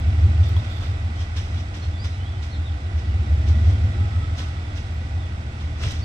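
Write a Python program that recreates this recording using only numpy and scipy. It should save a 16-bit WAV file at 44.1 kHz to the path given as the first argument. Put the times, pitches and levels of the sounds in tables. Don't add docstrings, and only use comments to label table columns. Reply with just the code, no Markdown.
import sys
import numpy as np
from scipy import signal
from scipy.fft import rfft, irfft
from scipy.io import wavfile

SR = 44100
rng = np.random.default_rng(int(sys.argv[2]) if len(sys.argv) > 2 else 0)


def generate_wav(signal):
    frames = np.transpose(np.atleast_2d(signal))
    scaled = np.clip(frames, -1, 1) * 32767
    pcm = np.round(scaled).astype(np.int16)
    wavfile.write(sys.argv[1], SR, pcm)


N = 266364
T = np.arange(N) / SR
FREQ = np.maximum(np.fft.rfftfreq(N, 1 / SR), 1)


def undb(db):
    return 10 ** (np.asarray(db) / 20)


def unit(x):
    return x / np.sqrt(np.mean(x ** 2))


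def columns(rows):
    hz, *rest = np.transpose(rows)
    return [np.interp(np.log(FREQ), np.log(hz), column) for column in rest]


def colour(x, gain):
    return irfft(rfft(x) * gain, N)


def resonance(hz, width):
    return 1 / (1 + 1j * (FREQ / hz - hz / FREQ) * hz / width)


def noise():
    return rng.standard_normal((2, N))


def walk(rate):
    steps = rng.standard_normal(4000)
    return 1.2 * np.interp(T * rate, np.arange(len(steps)), steps)


def swell(s, width):
    return np.exp(-.5 * ((T - s) / width) ** 2)


def stroke(s, rise, decay):
    return np.exp(-np.maximum((s - T) / rise, (T - s) / decay).clip(max=20))


def snaps(rate):
    happens = rng.random(N) < rate / SR
    size = undb(SNAP_SCATTER_DB * rng.standard_normal(N))
    return unit(happens * np.sign(noise()) * size)


def outdoors(x, wet_db, decay):
    tail = noise()[:, :SR] * np.exp(-T[:SR] / decay)
    tail /= np.sqrt(np.sum(tail ** 2) / 2)
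    return x + undb(wet_db) * signal.fftconvolve(x[None], tail, axes=1)[:, :N]


def place(pair, image, lead_s):
    pan_db, likeness = columns(image)
    likeness = np.clip(likeness, 0, 1)
    common, opposite = rfft(pair) * np.sqrt([1 + likeness, 1 - likeness])
    left = (common + opposite) * undb(pan_db / 2)
    right = (common - opposite) * undb(-pan_db / 2)
    left = left * np.exp(2j * np.pi * FREQ * lead_s)
    total = np.sqrt(undb(pan_db) + undb(-pan_db))
    return irfft(np.array([left, right]) / total, N)


# (frequency [Hz], left minus right [dB], likeness of the channels [0-1])
TRAIN_IMAGE = [(30, 0, .94), (70, -.2, .995), (160, 0, .999), (370, .7, .9), (650, 0, .56), (1400, -6, .46),
               (4600, -7, .15), (6200, -4.5, .05), (7500, 2.5, 0)]
# (frequency [Hz], lead of the left channel, negative when later [s])
TRAIN_LEAD = [(100, -.00023), (400, -.0001), (650, -.00025), (1030, -.00041), (1460, -.0003),
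              (2330, -.00023), (6100, -.0002)]


def place_train(pair):
    return place(pair, TRAIN_IMAGE, columns(TRAIN_LEAD)[0])


# (frequency [Hz], left minus right [dB], likeness of the channels [0-1])
NEAR_IMAGE = [(130, 0, .99), (400, 0, .88), (1200, -1, .15), (3500, -7, .35), (6200, -3.5, .45),
              (7600, 2.5, .3), (12000, 3.5, .05)]
NEAR_LEAD_S = .000135


def place_near(pair):
    return place(pair, NEAR_IMAGE, NEAR_LEAD_S)


# (frequency [Hz], relative density [dB per Hz])
YARD = [(20, 7), (38, 16.5), (60, 16.5), (110, 9), (160, 3.5), (300, -10.5), (430, -7.5), (800, -5),
        (2000, -14.5), (5000, -31), (8000, -40), (11000, -48.5), (15500, -51.5)]


def yard():
    air = unit(colour(noise(), undb(columns(YARD)[0])))
    return undb(-38.0 + 0.23 * walk(0.94)) * place_train(air)


# (start [s], length [s], start pitch [Hz], middle pitch [Hz], end pitch [Hz],
# level [dB], roughness [0-1])
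CHIRPS = [(1.151, .078, 2920, 3200, 3280, -50, .75), (1.816, .031, 4100, 4260, 4100, -47, .05),
          (1.935, .045, 3590, 3490, 3500, -48, .1), (1.98, .075, 4400, 4860, 4950, -46, .4),
          (2.125, .024, 3850, 3970, 3930, -48, .1), (2.177, .08, 2950, 3040, 3220, -51, .15),
          (2.245, .055, 3230, 3320, 3480, -46, .15), (2.29, .032, 3450, 3420, 3200, -48.5, .2),
          (2.34, .07, 2974, 3090, 3150, -53, .1), (2.508, .06, 4230, 4130, 3850, -47, .9),
          (2.528, .047, 3950, 3620, 3100, -45.5, .7), (2.647, .06, 3850, 3600, 3100, -44.5, .45),
          (3.082, .05, 3000, 2830, 2600, -51.5, .3), (3.696, .09, 3350, 3230, 3040, -53, .7),
          (4.169, .099, 3480, 3360, 3190, -52.5, .8), (4.637, .06, 3610, 3520, 3330, -52.5, .3),
          (5.156, .12, 3600, 3520, 3300, -52.5, 1), (6.012, .08, 4400, 4730, 4850, -42, .4)]
CHIRP_FLUTTER = 0.024
WALL_ECHO_S, WALL_ECHO_DB = 0.021, -8.5


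def birds():
    out, flutter = np.zeros(N), CHIRP_FLUTTER * walk(300)
    for s, length, start, middle, end, db, rough in CHIRPS:
        on = (T >= s) & (T < s + length)
        u = (T[on] - s) / length
        arch = np.abs(np.sin(np.pi * u))
        hz = start + (end - start) * u + (middle - (start + end) / 2) * arch
        hz = hz * (1 + rough * flutter[on])
        out[on] += undb(db) * np.sqrt(arch) * np.sin(2 * np.pi * np.cumsum(hz) / SR)
    out += undb(WALL_ECHO_DB) * np.interp(T - WALL_ECHO_S, T, out)
    return outdoors(out * undb(1.5 * walk(70)), wet_db=-4, decay=0.055)


# (time [s], frequency [Hz], level [dB], decay [s])
TICKS = [(.434, 3480, -34.5, .004), (.49, 13100, -32, .0001), (.566, 3380, -29, .0027),
         (.566, 950, -26.5, .0015), (.568, 12500, -41, .0002), (.579, 11600, -45, .0004),
         (4.589, 2250, -36, .0019), (4.941, 13000, -46, .00022), (5.876, 1950, -32, .003),
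         (5.909, 3940, -31, .0023)]


def ticks():
    out = 0
    for s, hz, db, decay in TICKS:
        age = np.maximum(T - s, 0)
        ring = np.exp(-np.minimum(age / decay, 20)) * np.sin(2 * np.pi * hz * age)
        out = out + undb(db) * ring
    return outdoors(out, wet_db=-5.5, decay=0.014)


# (time of the peak [s], width [s], level [dB])
RUB = [(.48, .035, -49), (.59, 0.013, -48), (.75, 0.061, -46), (.87, .045, -48)]
# (frequency [Hz], bandwidth of one pass [Hz], level [dB])
RUB_MODES = [(3560, 420, 3.5), (4570, 910, -7), (7400, 550, -18), (11500, 3500, -28)]
SLIPS_PER_S = 450


def rub():
    power = sum(undb(2 * db) * np.abs(resonance(hz, width)) ** 4 for hz, width, db in RUB_MODES)
    pressure = sum(undb(db) * swell(s, width) for s, width, db in RUB)
    pressure = pressure * undb(1.6 * walk(120))
    squeak = unit(colour(snaps(SLIPS_PER_S) + noise(), np.sqrt(power)))
    return pressure * place_near(squeak)


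BUMP_S, BUMP_RISE_S, BUMP_DECAY_S, BUMP_DB = 5.87, .05, .07, -21.5


def bump():
    thud = unit(colour(noise(), resonance(85, 49) ** 2))
    return undb(BUMP_DB) * stroke(BUMP_S, BUMP_RISE_S, BUMP_DECAY_S) * place_near(thud)


LEAF_GRAIN_DB, LEAF_GRAIN_PER_S = 1.5, 140


def grainy(x, count=7):
    band = np.clip(2 * np.log2(FREQ / 1000), 0, count - 1).round()
    return sum(colour(x, band == k) * undb(LEAF_GRAIN_DB * walk(LEAF_GRAIN_PER_S)) for k in range(count))


# (time of the peak [s], level [dB], rise [s], weight of the body below 2 kHz [dB])
SCUFFS = [(.44, -46, 0.0063, 5), (.5, -48, 0.014, 6), (.66, -50.5, .07, 17.5), (.84, -46.5, 0.035, 16.5),
          (1.16, -50, .0095, 2), (1.215, -44, .03, 12), (1.37, -35.5, 0.0067, 9), (1.59, -46, 0.082, 12),
          (1.748, -42, 0.0077, 8), (1.84, -48.5, .016, 13), (2.046, -39.5, .006, 9),
          (2.428, -41.5, 0.0043, -1), (2.99, -49.5, 0.026, 11), (3.485, -41.5, 0.014, 9),
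          (3.7, -47.5, 0.064, 13), (4.389, -36.5, 0.014, 9.5), (4.772, -42, 0.017, 6.5),
          (5.61, -48, .011, 15), (5.815, -42, 0.025, 12.5), (5.833, -35.5, 0.01, 13),
          (5.878, -36, 0.016, -1), (5.908, -37.5, 0.0096, 5), (5.945, -45, .012, 8)]
# (frequency [Hz], relative density [dB per Hz])
LEAVES = [(200, -0.5), (800, -6.5), (2000, -1), (3500, 7.5), (4500, 1.5), (5800, 4.5), (7000, -7.5),
          (8500, -11), (10500, -23.5), (15000, -28)]
SCUFF_DECAY_S, SCUFF_TAIL_S, SCUFF_TAIL_DB = 0.037, 0.1, -9
SETTLE_LAG_S, SETTLE_RISE_S, SETTLE_DECAY_S, SETTLE_DB = 0.1, 0.033, 0.009, -12
SNAPS_PER_S, SNAP_SCATTER_DB, SNAP_DB = 170, 2, -5.5


def scuffs():
    snapping = outdoors(snaps(SNAPS_PER_S)[0], wet_db=-8, decay=0.0023)
    crackle = noise() + undb(SNAP_DB) * snapping
    sound = unit(grainy(colour(crackle, undb(columns(LEAVES)[0]))))
    body = colour(sound, 1 / (1 + (FREQ / 2000) ** 4))
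    high_power, body_power = 0, 0
    for s, db, rise, body_db in SCUFFS:
        tail = undb(SCUFF_TAIL_DB) * stroke(s, rise, SCUFF_TAIL_S)
        crush = undb(db) * np.hypot(stroke(s, rise, SCUFF_DECAY_S), tail)
        settle = undb(db + SETTLE_DB) * stroke(s + SETTLE_LAG_S, SETTLE_RISE_S, SETTLE_DECAY_S)
        high_power = high_power + crush ** 2 + settle ** 2
        body_power = body_power + (undb(body_db) * crush) ** 2
    return place_near(np.sqrt(high_power) * (sound - body) + np.sqrt(body_power) * body)


# (time of the middle [s], half length [s], level [dB])
SING = [(.7, .32, -55), (4.252, .33, -50.5)]
SING_HZ, SING_WIDTH_HZ, SING_REST_DB = 1300, 23, -65


def wheel():
    singing = undb(SING_REST_DB) + sum(undb(db) / (1 + ((T - s) / half) ** 8) for s, half, db in SING)
    return singing * unit(colour(noise(), resonance(SING_HZ, SING_WIDTH_HZ) ** 2))


# (frequency [Hz], relative density [dB per Hz])
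CLATTER = [(400, 0), (560, -2.5), (680, 7), (1050, 0.5), (1350, 6), (1650, -0.5), (2000, 5), (2900, -1.5),
           (3500, -1), (4100, -6), (5500, -8.5), (6900, -16.5), (7500, -13), (10500, -27.5), (15000, -53)]
# (frequency [Hz], bandwidth [Hz], level relative to the clatter [dB])
COVERS = [(1200, 34, -13.5), (1500, 49, -3.5), (1952, 63, -5.5), (2560, 69, -11.5), (5300, 140, -5.5),
          (6153, 45, 2), (7400, 83, -9)]


def clatter(cycle, depth, ring_db, count=6):
    gate = 1 + depth * np.exp(-(cycle * count % 1) / 0.5)
    covers = 1 + sum(undb(db) * resonance(hz, width) for hz, width, db in COVERS)
    panel_power = np.abs(rfft(noise() * np.exp(-T / 0.04))) ** 2
    panels = 1 + undb(ring_db) * unit(panel_power)
    return unit(colour(noise() * gate, undb(columns(CLATTER)[0]) * covers * np.sqrt(panels)))


# (frequency [Hz], bandwidth of one pass [Hz], level [dB])
PIPE = [(142, 42, -4), (168, 19, -2.5), (220.8, 35, 0.5), (293.9, 18.8, 0), (337.4, 12, -4.5),
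        (364.3, 14.2, -4.5), (502, 41, -13), (616.5, 18, -10.5), (656, 24, -6.5), (780, 25, -10),
        (818, 10, -6.5)]


def chuff(cycle, scatter_db, gas_db, growl_db, count=6):
    own = rng.standard_normal((count, 2))
    firing = np.arange(int(cycle[0] * count) + 1, int(cycle[-1] * count))
    chance = rng.standard_normal((len(firing), 2))
    cylinder = own[firing % count]
    position = (firing + 0.201 * cylinder[:, 0] + 0.031 * chance[:, 0]) / count
    when = np.interp(position, cycle, np.arange(N))
    puffs = np.zeros(N)
    puffs[when.astype(int)] = undb(2 * cylinder[:, 1] + scatter_db * chance[:, 1])
    paths = noise() * np.exp(-T / 0.053)
    flow = unit(colour(puffs, rfft(paths))) + undb(gas_db) * noise()
    pipe = sum(undb(2 * db) * np.abs(resonance(hz, width)) ** 4 for hz, width, db in PIPE)
    growl = undb(2 * growl_db) * np.abs(resonance(160, 170)) ** 4
    return unit(colour(flow, np.sqrt(pipe + growl)))


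# (time of the peak [s], width [s])
SURGES = [(.2, .4), (3.6, .45)]
# (time [s], four-stroke cycle rate [cycles per s])
SPEED = [(0.0, 5.79), (0.35, 6.092), (0.65, 6.237), (1.1, 6.152), (2.0, 5.753), (2.6, 5.502), (3.0, 5.391),
         (3.3, 5.578), (3.7, 5.947), (4.1, 6.216), (4.55, 6.145), (5.2, 5.867), (6.04, 5.548)]


def governor():
    fuel = sum(swell(s, width) for s, width in SURGES)
    return fuel, np.interp(T, *np.transpose(SPEED))


# (multiple of the cycle rate [1], hunting engine on full fuel [dB],
# hunting engine coasting [dB], idling engine [dB])
DRONE = [(7, -47, -56, -55), (8, -43, -60, -53), (9, -35, -53, -55), (11, -35, -39, -46),
         (12, -38, -49, -53), (13, -18.5, -37, -29.5), (14, -27, -38, -48), (15, -29, -49, -34),
         (16, -23, -39, -38.5), (17, -42, -57, -52), (18, -30, -51, -44), (20, -39, -46, -44),
         (21, -41, -60, -60), (23, -47, -60, -57)]
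CYCLE_JITTER, WAVER_DB = .0012, 1.0


def drone(cycle, levels, spread):
    turn = cycle + CYCLE_JITTER * walk(11.0)
    out = 0
    for (order, *_), db in zip(DRONE, levels):
        k = round(order)
        phase = 2 * np.pi * (k * turn - spread * k ** 2)
        out = out + undb(db + WAVER_DB * walk(4.8)) * np.sin(phase)
    return np.sqrt(2) * out


# (frequency [Hz], half width [Hz], boost [dB])
BOOMS = [(64.3, 0.51, -3), (68.4, 1.5, 3), (99, 0.47, 4.5)]
FUEL_SLACK, EFFORT_POWER = .12, .8


def hunting_levels(fuel, speed):
    effort = np.clip((fuel - FUEL_SLACK) / (1 - FUEL_SLACK), 0, 1) ** EFFORT_POWER
    levels = []
    for k, full, coast, _ in DRONE:
        boom = sum(db / (1 + ((k * speed - hz) / width) ** 2) for hz, width, db in BOOMS)
        levels.append(coast + (full - coast) * effort + boom)
    return levels


IDLE_HZ = 6.0813
HUNTING_START, IDLING_START = .271, .331
HUNTING_SPREAD, IDLING_SPREAD = .0257, .1884
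HUNTING_DB, IDLING_DB = 0.5, 0.5
PUFF_FULL_DB, PUFF_COAST_DB = -37, -48.5
APPROACH_DB_PER_S = 0.26
CLATTER_DB, CLATTER_SURGE_DB, CLATTER_DB_PER_HZ = -42.5, 2.5, 2


def railcar():
    fuel, speed = governor()
    hunting = HUNTING_START + np.cumsum(speed) / SR
    idling = IDLING_START + IDLE_HZ * T
    hum = undb(HUNTING_DB) * drone(hunting, hunting_levels(fuel, speed), HUNTING_SPREAD)
    hum += undb(IDLING_DB) * drone(idling, [row[3] for row in DRONE], IDLING_SPREAD)

    puff_gain = np.hypot(undb(PUFF_COAST_DB), undb(PUFF_FULL_DB) * fuel)
    puffs = puff_gain * chuff(hunting, scatter_db=-3.0, gas_db=3.0, growl_db=-2.0)
    puffs += undb(-44.0) * chuff(idling, scatter_db=0.5, gas_db=-2.5, growl_db=-29.0)
    puffs *= undb(APPROACH_DB_PER_S * (T - T.mean()))

    rattle_db = CLATTER_DB + CLATTER_SURGE_DB * fuel + CLATTER_DB_PER_HZ * (speed - IDLE_HZ)
    rattle = undb(rattle_db) * clatter(hunting, depth=0.28, ring_db=4)
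    hum_pair = np.array([hum, np.zeros(N)])
    return place_train(hum_pair + puffs + rattle + wheel())


def scene():
    return yard() + birds() + ticks() + rub() + bump() + scuffs() + railcar()


TOP_HZ = 15700


def record(dry):
    return signal.sosfilt(signal.ellip(8, .2, 70, TOP_HZ, fs=SR, output="sos"), dry)


dry = scene()
out = record(dry)
generate_wav(out)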